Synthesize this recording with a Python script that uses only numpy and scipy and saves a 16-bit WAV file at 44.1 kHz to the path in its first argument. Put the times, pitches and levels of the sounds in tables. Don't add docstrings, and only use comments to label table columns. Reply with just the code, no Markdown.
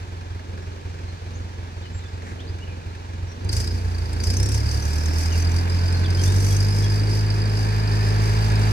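import sys
import numpy as np
from scipy import signal
from scipy.fft import rfft, irfft, next_fast_len
from scipy.io import wavfile
from scipy.ndimage import uniform_filter1d, map_coordinates

SR = 44100
rng = np.random.default_rng(int(sys.argv[2]) if len(sys.argv) > 2 else 0)


def output_pcm(signal):
    pcm = np.clip(np.atleast_2d(signal).T, -1, 1) * 32767
    wavfile.write(sys.argv[1], SR, np.round(pcm).astype(np.int16))


N = 384552

# time in seconds, firings a second.
FIRING_RATE = [(0, 21.9), (3.35, 21.9), (3.45, 23.5), (3.55, 26.5), (3.7, 29.5), (3.8, 30), (4.1, 27.3),
               (4.25, 28.5), (4.4, 32.7), (4.55, 35.3), (4.8, 36.7), (5, 39.2), (5.25, 41.3), (5.6, 43.8),
               (6, 44.6), (6.2, 45.7), (6.37, 48.6), (6.7, 50.7), (7.08, 52.3), (7.35, 52.1), (7.7, 52.8),
               (8.05, 52.4), (8.38, 53.3), (8.72, 52.5)]
CYLINDER_DB = [1.6, -1.4, -1.8, 2.2]
KNOCK_DB = [-2, 3, -3, -5]
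# time in seconds, change in dB.
STUMBLES = [(.81, -5), (1.175, -8), (1.86, -4), (2.82, -4)]
# time in seconds, surge in dB.
SURGES = [(.31, 1), (.88, 0.5), (1.04, 2), (1.37, 4), (1.93, 4), (2.48, 4.5), (2.72, 0), (3.2, 5.5)]
# time in seconds, relative level in dB.
EXHAUST_LEVEL = [(3.39, -38), (3.46, -21), (3.7, -22.5), (4.17, -23), (4.25, -20), (4.45, -18.5),
                 (4.8, -21), (5.25, -19.5), (5.55, -17), (5.66, -21), (5.75, -18.5), (6.22, -18),
                 (6.25, -15.5), (6.5, -16.5), (6.95, -18), (7.6, -19.5), (8.2, -17.5), (8.72, -16.5)]
CLATTER_LEVEL = [(0.0, -49.5), (0.26, -50.5), (3.38, -50), (3.58, -44.5), (3.72, -46.5), (5.32, -40.5),
                 (7.25, -41), (8.66, -36), (8.68, -36)]
GEAR_LEVEL = [(3.4, -66), (5.7, -48), (6.2, -40.5), (6.5, -53), (6.9, -49.5), (7.55, -47), (7.9, -41),
              (8.15, -43), (8.35, -50)]
HITCH_LEVEL = [(3.5, -30), (3.7, -37), (3.85, -48), (4.18, -40), (4.25, -41), (4.7, -33.5), (4.79, -37),
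               (4.95, -38), (5.59, -36), (5.63, -43), (5.68, -47), (5.72, -35.5), (6.2, -37.5), (6.7, -38),
               (7.18, -38), (7.7, -38), (8.0, -36.5), (8.72, -38.5)]
# relative level flat out in dB, dB per
# doubling of speed, dB per dB of exhaust, dB more at full pull.
DRUM_DRIVE = (-33, 2.2, 0.29, 4)
JINGLE_DRIVE = (-42.5, -6, 2, 4)
# frequency in Hz, relative gain in dB.
SILENCER_COLOUR = [(15, -78.5), (27, -18), (36, -2.5), (54, 6), (68, 7), (88, 14), (104, 13), (112, 1),
                   (120, -16), (135, -8), (170, -45), (400, -68)]
PIPE_COLOUR = [(90, -44), (120, 1), (134, 11.5), (158, 11), (176, 3.5), (210, 1.5), (265, -12.5),
               (310, -26), (355, -10), (390, -15.5), (430, 3), (510, -25.5), (1200, -69.5)]
DRUM_COLOUR = [(60, -28), (120, 0), (170, -1.5), (250, -1), (345, -0.5), (440, -2), (560, -7.5),
               (900, -28.5), (2500, -75.5)]
CLATTER_COLOUR = [(250, -42), (600, 5), (900, 11.5), (1200, 5.5), (1600, 5.5), (2000, 2), (2500, 2),
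                  (3100, -3), (4300, -3), (6300, -12), (8500, -15), (15000, -27)]
KNOCK_COLOUR = [(500, -21), (1200, -7), (1550, 4), (2500, -2), (3100, -10.5), (4300, -6), (6200, -10),
                (8000, -18), (15000, -36)]
BONNET_COLOUR = [(200, 0), (298, 1), (320, -6), (338, 0), (354, 0), (368, -11), (393, 1), (450, 1.5),
                 (490, -1), (530, -6), (590, -10)]
LEAF_COLOUR = [(30, -4), (200, -21), (1000, -8), (3000, 1.5), (4300, 0), (6300, -0.5), (9000, -16),
               (15000, -96)]
SCUFF_COLOUR = [(100, -42), (190, 24.5), (400, -1), (1000, -3), (2000, 6), (3200, -11), (7000, -9),
                (15000, -34)]
CHAIN_COLOUR = [(2500, 0.5), (4100, -5.5), (5200, 10), (6100, 11), (6900, 3), (8700, 1.5), (9700, -1.5),
                (11000, -1.5), (14000, -8), (15800, -44)]
SCRAPE_COLOUR = [(3000, -2), (5000, 2.5), (6300, -7), (7300, 4.5), (8200, 4.5), (9200, 6.5), (10000, -13),
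                 (11200, -3), (15000, -27)]
# frequency in Hz, width in Hz, gain in dB.
PANEL_MODES = [(610, 35, -1), (895, 40, -2), (1525, 50, -7), (1663, 36, 3), (2415, 60, -5)]
PLATE_MODES = [(4660, 150, 16), (4280, 120, 6), (4965, 170, 16), (6100, 90, 2), (5050, 500, 8)]
# multiple of the four-firing cycle, relative level in dB.
GROWL_ORDERS = [(6, -42), (7, -37), (11, -46), (13, -44), (15, -44), (16, -39), (17, -47), (19, -45),
                (20, -49), (22, -48), (23, -47), (24, -50), (26, -47), (27, -44), (28, -45), (30, -43),
                (32, -50), (34, -48), (36, -52), (38, -52), (40, -49), (44, -50)]
# centre in seconds, width in seconds, peak level in dB.
SCUFF = (2.29, .11, -38.5)
# start and length in seconds, first and last pitch in Hz, relative dB.
BIRD_NOTES = [(1.083, 0.019, 4300, 4120, -45), (1.333, .042, 5600, 6930, -50),
              (1.815, 0.033, 3430, 4300, -50), (1.837, 0.043, 3120, 2890, -51),
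              (1.928, 0.06, 7420, 7350, -50), (1.984, 0.044, 4250, 3570, -50),
              (2.044, 0.03, 3380, 3570, -51), (2.39, 0.031, 2840, 3840, -43),
              (2.46, 0.043, 3700, 5250, -50), (2.6, 0.05, 2700, 3000, -50), (2.645, 0.1, 2950, 2330, -52),
              (2.873, .04, 3950, 4100, -57), (3.264, 0.07, 5680, 5740, -51.5),
              (3.397, 0.1, 4740, 4740, -57), (5.309, 0.0595, 3120, 2580, -39),
              (5.935, 0.03, 4550, 4140, -37), (6.026, 0.038, 4650, 3100, -38.5),
              (6.174, 0.031, 3120, 3220, -39), (6.259, 0.06, 3450, 3810, -37.5),
              (6.503, 0.028, 3450, 3270, -44), (6.818, 0.044, 3700, 3230, -45)]
# start and end in seconds, notes a second, lowest and highest onset in Hz.
TWITTER = (.3, 2.3, 22, 3400, 6400)
# start in seconds, relative dB of the shriek and of the scrape.
JOLTS = [(3.445, -44, -51), (3.489, -39, -45), (3.528, -33, -38), (3.565, -32, -36), (3.601, -42, -38),
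         (3.672, -44, -41.5), (3.982, -55, -49), (4.13, -55, -43.5), (4.202, -40, -50), (4.236, -27, -38),
         (4.269, -37, -40), (4.301, -39, -37), (4.335, -35, -43), (4.367, -22, -42), (4.399, -38, -37),
         (4.428, -27, -35), (4.458, -31, -35.5), (4.487, -34, -37), (4.517, -35, -37), (4.544, -30, -38),
         (4.712, -30, -48), (4.822, -29, -54), (4.851, -31, -45), (4.981, -32, -47), (5.057, -30, -43),
         (5.229, -37, -45), (5.324, -29, -57), (5.397, -33, -54), (5.421, -29, -53), (5.515, -34, -49),
         (5.562, -34, -43), (5.698, -50, -47), (5.924, -41, -48), (6.103, -37, -44), (6.235, -23, -40),
         (6.256, -38, -44), (6.276, -43, -39), (6.32, -35, -42), (6.359, -40, -43), (6.401, -35, -41),
         (6.444, -31, -42), (6.483, -33, -49), (6.522, -38, -44), (6.564, -26, -39), (6.603, -38, -44),
         (6.682, -43, -44), (6.761, -39, -44), (6.839, -40, -47), (6.957, -45, -49), (7.149, -50, -48),
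         (8.29, -48, -50), (8.517, -45, -47), (8.555, -45, -49), (8.592, -45, -45)]
# lower and upper, in Hz.
SQUEAK_HZ = (4680, 4990)
# start in seconds, relative dB of the lower pitch and of the upper.
LOUD_SQUEAKS = [(3.491, -25.5, -32), (3.527, -31, -29), (3.565, -34, -30.5), (3.601, -36, -27),
                (3.639, -38, -35), (3.672, -37, -29.5), (3.708, -41, -35), (3.945, -38, -45),
                (3.981, -38, -43), (4.127, -44, -42), (4.163, -41, -48), (4.201, -29, -36),
                (4.237, -37, -30), (4.269, -31, -28), (4.3, -33, -24), (4.338, -32, -32), (4.399, -41, -30),
                (4.431, -44, -36), (4.544, -46, -36), (4.601, -37, -33), (4.658, -38, -33),
                (4.711, -46, -31), (4.98, -46, -32), (5.082, -37, -35), (5.181, -40, -38),
                (5.204, -39, -40), (5.229, -42, -36), (5.277, -45, -35), (5.445, -37, -31),
                (5.469, -38, -32), (5.561, -33.5, -34), (5.585, -34, -32), (5.696, -45, -32),
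                (5.719, -47, -33), (5.786, -36, -35), (5.88, -36, -31), (5.924, -36, -33),
                (6.059, -33, -38), (6.102, -37, -30), (6.147, -36, -29.5), (6.423, -41, -35),
                (6.545, -41, -35), (6.602, -35, -25), (6.625, -39, -30), (6.645, -34, -30),
                (6.683, -36, -32), (6.704, -36, -31), (6.723, -44, -30), (6.801, -40, -32),
                (6.859, -43, -36), (6.88, -44, -36), (6.898, -35, -31), (6.918, -34, -32),
                (6.956, -35, -33), (6.976, -37, -36), (6.994, -30, -36), (7.033, -39, -33),
                (7.07, -32, -40), (7.109, -40, -30.5), (7.262, -36, -37), (7.281, -35, -42),
                (7.301, -29, -27), (7.339, -40, -35), (7.416, -35, -31), (7.454, -31, -41),
                (7.494, -41, -32), (7.569, -41, -29.5), (7.589, -32, -38), (7.607, -37, -39),
                (7.644, -35, -38), (7.796, -41, -35), (7.833, -33, -41), (7.873, -33, -32),
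                (7.913, -34, -37), (7.968, -34, -37), (8.006, -37, -34), (8.102, -48, -34),
                (8.364, -36, -35), (8.421, -31, -41), (8.441, -34, -36), (8.516, -36, -39),
                (8.554, -41, -28.5), (8.63, -31.5, -36), (8.672, -33, -50)]
# start in seconds, length in seconds, relative level in dB.
JINGLE_SPELLS = [(3.506, 0.09, -37), (4.23, 0.34, -40), (4.718, 0.8, -43), (6.242, 0.21, -41.5),
                 (6.49, 0.38, -44.5), (7.948, 1, -50.5)]
# start and length in seconds, top pitch in Hz, level in dB.
SQUEALS = [(3.52, 0.25, 5130, -43), (4.208, 0.17, 5090, -36), (4.298, 0.34, 5450, -38),
           (4.809, 0.62, 5250, -41.5), (6.581, 0.41, 5170, -40.5), (7.95, 0.28, 5070, -43)]
# frequency in Hz, shared part of the power from 0 to 1.
MIC_LIKENESS = [(80, 0.4), (200, 0.92), (450, 0.45), (1000, 0.65), (2200, 0.63), (4500, 0.46), (7000, 0),
                (14000, 0.11)]
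# frequency in Hz, left minus right in dB.
MIC_BALANCE = [(40, -4), (65, -3), (88, -1.5), (104, 0), (160, -1), (300, -1.6), (650, 1), (1300, -2),
               (2500, -1.4), (5000, 0)]


def amp(db):
    return 10 ** (np.asarray(db) / 20)


def unit(x):
    return x / np.sqrt(np.mean(x ** 2) + 1e-20)


def steady(x, span):
    size = int(span * SR)
    power = np.mean(np.atleast_2d(x) ** 2, axis=0)
    return x / np.sqrt(np.abs(uniform_filter1d(uniform_filter1d(power, size), size)) + 1e-20)


def along(points, hz):
    f, v = np.transpose(points)
    return np.interp(np.log(hz + 1), np.log(f + 1), v)


def curve(points, before=None):
    return np.interp(np.arange(N) / SR, *np.transpose(points), left=before)


def when(values, seconds):
    return values[(seconds * SR).astype(int).clip(0, N - 1)]


def wobble(rate):
    return map_coordinates(rng.standard_normal(int(N * rate / SR) + 4), [np.arange(N) * rate / SR])


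def filtered(x, response):
    size = 2 * next_fast_len(N // 2 + SR // 4)
    return irfft(rfft(x, size) * response(np.fft.rfftfreq(size, 1 / SR)), size)[..., :N]


def colour(points):
    def response(hz):
        cepstrum = irfft(np.log(amp(along(points, hz))))
        cepstrum[1:] *= 2
        cepstrum[len(cepstrum) // 2:] = 0
        return np.exp(rfft(cepstrum))
    return response


def modes(rows):
    return lambda hz: sum((-1) ** k * amp(db) * 1j * hz * width / (f0 ** 2 - hz ** 2 + 1j * hz * width)
                          for k, (f0, width, db) in enumerate(rows))


def from_left(x, lead_s=0.00046):
    return filtered(x, lambda hz: np.exp(1j * np.pi * hz * lead_s * np.array([[1], [-1]])))


def panned(x, left_db):
    return x * amp(np.array([[.5], [-.5]]) * left_db)


def air():
    share = lambda hz: np.clip(along(MIC_LIKENESS, hz), 0, 1)
    direct = from_left(filtered(rng.standard_normal(N), lambda hz: np.sqrt(share(hz))))
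    return direct + filtered(rng.standard_normal((2, N)), lambda hz: np.sqrt(1 - share(hz)))


def noise_in(body, envelope):
    return filtered(air() * envelope, body) / np.std(filtered(rng.standard_normal(N), body))


def train(at, size):
    return np.bincount(np.clip(at, 0, N - 1).astype(int), size, N)


def bursts(pulses, rise, t60):
    t = np.arange(SR // 8) / SR
    shape = (1 - np.exp(-t / rise)) * amp(-60 * t / t60)
    return np.sqrt(np.abs(signal.fftconvolve(pulses ** 2, (shape / shape.max()) ** 2)[:N]))


def diffused(x, decay):
    tail = rng.standard_normal((2, len(decay))) * decay
    return signal.fftconvolve(np.atleast_2d(x), tail / np.linalg.norm(tail[0]), axes=1)[:, :N]


def crank(firing_phase=.66, scatter_db=2.6, jitter_s=0.00044):
    rate = curve(FIRING_RATE)
    count = np.cumsum(rate) / SR
    at = np.flatnonzero(np.diff(np.floor(count - firing_phase), prepend=-np.inf))
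    uneven = rate.min() / rate[at]
    scatter, jitter = rng.uniform(-1, 1, (len(at), 2)).T
    stumble_db = sum(db * (np.abs(at / SR - s) < .02) for s, db in STUMBLES)
    size = amp(uneven * (np.resize(CYLINDER_DB, len(at)) + scatter_db * scatter) + stumble_db)
    return count, at + jitter_s * SR * uneven * jitter, size


def exhaust_level(idle_db=-32, surge_s=0.06, sag_lead_s=0.13, sag_share=0.45):
    t = np.arange(N) / SR
    hump = lambda s: np.exp(-((t - s) / surge_s) ** 2)
    hunting_db = sum(db * (hump(s) - sag_share * hump(s - sag_lead_s)) for s, db in SURGES)
    return curve(EXHAUST_LEVEL, before=idle_db) + hunting_db


def driven(top_db, doubling_db, effort_share, pull_db, pull_s=0.0073, hard_pull=23):
    rate = curve(FIRING_RATE)
    effort_db = exhaust_level()
    keep = np.exp(-1 / (pull_s * SR))
    acceleration = signal.lfilter([1 - keep], [1, -keep], np.gradient(rate) * SR)
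    pull = np.tanh(acceleration / hard_pull)
    speed_db = doubling_db * np.log2(rate / rate.max())
    return top_db + speed_db + effort_share * (effort_db - effort_db.max()) + pull_db * pull


def exhaust(at, size, lead_s=0.00762, rebound=0.1):
    rate = curve(FIRING_RATE)
    halfway = (at[1:] + at[:-1]) / 2
    puffs = train(at - lead_s * SR, size) + train(halfway - lead_s * SR, rebound * size[:-1])
    boom = steady(filtered(puffs, colour(SILENCER_COLOUR)), span=.25)
    drone = steady(filtered(puffs, colour(PIPE_COLOUR)), span=0.21)
    drone_db = -15 + 22.5 * np.log10(rate / rate.max())
    return from_left(amp(exhaust_level()) * (boom + amp(drone_db) * drone))


def cylinders(at, size, rise=0.00033, t60=0.25):
    t = np.arange(SR // 10) / SR
    knocks = rng.standard_normal((4, len(t))) * (1 - np.exp(-t / rise)) * amp(-60 * t / t60)
    return unit(sum(signal.fftconvolve(train(at[k::4], size[k::4]), knocks[k])[:N] for k in range(4)))


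def block(at, size):
    drum_db = driven(*DRUM_DRIVE) + 1.2 * wobble(9) - 2
    clatter_db = curve(CLATTER_LEVEL) + 5.5
    beat = unit(bursts(train(at, size), rise=0.00022, t60=0.15))
    knocks = from_left(cylinders(at, np.sqrt(size)))
    thud = .35 * knocks + unit(air() * (2.2 + beat))
    drum = steady(filtered(thud, colour(DRUM_COLOUR)), span=0.092)
    churn = unit(air() * (3.6 + beat)) + amp(-16) * knocks
    ringing = amp(-8.5) * unit(filtered(air() * (1.5 + beat), modes(PANEL_MODES)))
    clatter = steady(unit(filtered(churn, colour(CLATTER_COLOUR))) + ringing, span=0.26)
    return amp(drum_db) * drum + amp(clatter_db) * clatter


def knock(at, idle_db=-47, fast_db=-41, lead_s=.003):
    rate = curve(FIRING_RATE)
    level_db = np.interp(when(rate, at / SR), [rate.min(), rate.max()], [idle_db, fast_db])
    hardness = amp(level_db + np.resize(KNOCK_DB, len(at)) + 2 * rng.standard_normal(len(at)))
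    envelope = bursts(train(at - lead_s * SR, hardness), rise=.0012, t60=.05)
    return noise_in(colour(KNOCK_COLOUR), envelope)


def growl(count, waver_db=1.8):
    effort_db = exhaust_level()
    tones = sum(amp(db + waver_db * wobble(7)) * np.sin(2 * np.pi * (order * count / 4 + rng.random()))
                for order, db in GROWL_ORDERS)
    return from_left(amp(0.5 + effort_db - effort_db[-1]) * filtered(tones, colour(BONNET_COLOUR)))


def gear(count, teeth_per_firing=34):
    level_db = curve(GEAR_LEVEL) + 1.5 * wobble(8)
    return from_left(amp(level_db) * np.sin(2 * np.pi * teeth_per_firing * count + 0.16 * wobble(30)))


def meadow(leaves_db=-54):
    centre, width, db = SCUFF
    swell = np.exp(-(2 * (np.arange(N) / SR - centre) / width) ** 2)
    scuff = amp(db) * swell * unit(filtered(air(), colour(SCUFF_COLOUR)))
    rustle = amp(leaves_db + wobble(2.1))
    return scuff + rustle * unit(filtered(rng.standard_normal((2, N)), colour(LEAF_COLOUR)))


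def twitter(level_db=-61):
    start, end, rate, low_hz, high_hz = TWITTER
    total = int(rate * (end - start))
    notes = rng.uniform([start, .02, low_hz, .88, -6], [end, .05, high_hz, 1.12, 0], (total, 5))
    return [(s, length, hz, hz * glide, level_db + db) for s, length, hz, glide, db in notes]


def birds(echo_t60=0.67, early_t60=0.066, echo_db=3, direct_db=-4):
    song = np.zeros(N)
    waver, broken = wobble(500), unit(amp(2.2 * wobble(130)))
    for s, length, start_hz, end_hz, db in BIRD_NOTES + twitter():
        u = np.linspace(0, 1, int(length * SR))
        on = slice(int(s * SR), int(s * SR) + len(u))
        glide = np.interp(u, [0, .5, 1], [0, .65, 1]) + .07 * waver[on]
        pitch = start_hz + glide * (end_hz - start_hz)
        envelope = amp(db) * broken[on] * np.sqrt(np.abs(np.sin(np.pi * u)))
        song[on] += envelope * np.sin(2 * np.pi * np.cumsum(pitch) / SR)
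    t = np.arange(SR // 2) / SR
    decay = amp(-60 * t / echo_t60) + 4.5 * amp(-60 * t / early_t60)
    return amp(direct_db) * song + amp(echo_db) * diffused(song, decay)


def slips(starts, levels_db, hz, rough, length):
    out = np.zeros((2, N + SR))
    u = np.linspace(0, 1, int(length * SR))
    shape = np.sin(np.pi * np.sqrt(u)) ** 2
    events = zip(*np.broadcast_arrays(starts, levels_db, hz, rough))
    for s, db, centre, share in events:
        detune, skew, *knots = rng.standard_normal(26)
        waver = np.interp(u, np.linspace(0, 1, len(knots)), knots)
        pitch = centre * (1 + share * (.5 * detune + 2 * (.3 - u) + waver))
        mic_phase = np.array([[0], [1.66 + 0.34 * skew]])
        tone = np.sin(2 * np.pi * np.cumsum(pitch) / SR + mic_phase)
        out[:, int(s * SR):][:, :len(u)] += amp(db) * shape * tone
    return out[:, :N]


def squeaks(firing_s, stir_db, frame_t60=0.07, wash_db=-5.5):
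    rate = curve(FIRING_RATE)
    jolt_s, shriek_db, _ = np.transpose(JOLTS)
    loud_s, *pitch_db = np.transpose(LOUD_SQUEAKS)
    small_s = firing_s[np.abs(firing_s[:, None] - loud_s).min(axis=1) > .01]
    starts = np.append(loud_s, small_s)
    rough = .013 * (rate.max() / when(rate, starts)) ** 1.2
    steel = slips(jolt_s, shriek_db, hz=6150, rough=0.025, length=0.012)
    for hz, loud_db in zip(SQUEAK_HZ, pitch_db):
        small_db = when(stir_db, small_s) + rng.uniform(-4, 2, len(small_s))
        steel += slips(starts, np.append(loud_db + 0.8, small_db), hz, rough, length=.017)
    t = np.arange(SR // 4) / SR
    return steel + amp(wash_db) * diffused(steel, amp(-60 * t / frame_t60))


def scrapes(gain_db=6):
    jolt_s, _, scrape_db = np.transpose(JOLTS)
    loud_s, *pitch_db = np.transpose(LOUD_SQUEAKS)
    scraping = bursts(train(jolt_s * SR, amp(scrape_db)), rise=.0015, t60=.034)
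    ticking = bursts(train(loud_s * SR, amp(np.max(pitch_db, axis=0) - 17)), rise=.0005, t60=.02)
    return noise_in(colour(SCRAPE_COLOUR), amp(gain_db) * np.hypot(scraping, ticking))


def chain_level(attack_s=0.012, release_s=0.088):
    t = np.arange(N) / SR
    power = amp(driven(*JINGLE_DRIVE)) ** 2
    for s, length, db in JINGLE_SPELLS:
        spell = np.clip((t - s) / attack_s, 0, 1) * np.exp(-np.maximum(t - s - length, 0) / release_s)
        power += (amp(db) * spell) ** 2
    return 10 * np.log10(power)


def chain(at, firing_s, loose, unrest_db):
    level_db = chain_level() + 1.2 * unrest_db
    shaken = unit(bursts(train(at, amp(rng.uniform(-10, 3, len(at)))), rise=.002, t60=.04))
    jingle = noise_in(colour(CHAIN_COLOUR), loose * amp(level_db - 3.5) * (1.25 + 0.45 * shaken))
    link_s = np.repeat(firing_s, 2) + rng.uniform(0, .006, 2 * len(firing_s))
    link_db = when(level_db, link_s) + rng.uniform(-14, 0, len(link_s))
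    link_hz = rng.uniform(7500, 12000, len(link_s))
    return jingle + slips(link_s, link_db, link_hz, rough=.008, length=.012)


def hitch(at, loose_from_s=3.5, restless_db=2.1):
    unrest_db = restless_db * wobble(16)
    stir_db = curve(HITCH_LEVEL) + unrest_db
    loose = np.clip((np.arange(N) / SR - loose_from_s) / 0.026, 0, 1)
    firing_s = at[at > loose_from_s * SR] / SR
    plate = noise_in(modes(PLATE_MODES), loose * amp(stir_db - 8.5))
    steel = plate + squeaks(firing_s, stir_db) + scrapes() + chain(at, firing_s, loose, unrest_db)
    return panned(steel, left_db=0.5)


def squeal(rough=0.034, arch=0.073):
    t = np.arange(N) / SR
    waver = 1 + 0.0079 * wobble(25) + rough * np.array([wobble(700), wobble(700)])
    flutter = unit(amp(1.1 * wobble(140)))
    out = np.zeros((2, N))
    for s, length, hz, db in SQUEALS:
        on = (t > s) & (t < s + length)
        press = np.sin(np.pi * (t[on] - s) / length)
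        pitch = hz * (1 - arch * (1 - press)) * waver[:, on]
        tone = np.sqrt(2) * np.sin(2 * np.pi * np.cumsum(pitch, axis=1) / SR)
        out[:, on] += amp(db) * press * flutter[on] * tone
    return out


def scene():
    count, at, size = crank()
    engine = exhaust(at, size) + block(at, size) + knock(at) + growl(count) + gear(count)
    engine_at_mics = filtered(engine, lambda hz: panned(0.91, along(MIC_BALANCE, hz)))
    return engine_at_mics + hitch(at) + squeal() + birds() + meadow()


def record(dry, top_hz=15750):
    return filtered(dry, lambda hz: hz < top_hz)


dry = scene()
out = record(dry)
output_pcm(out)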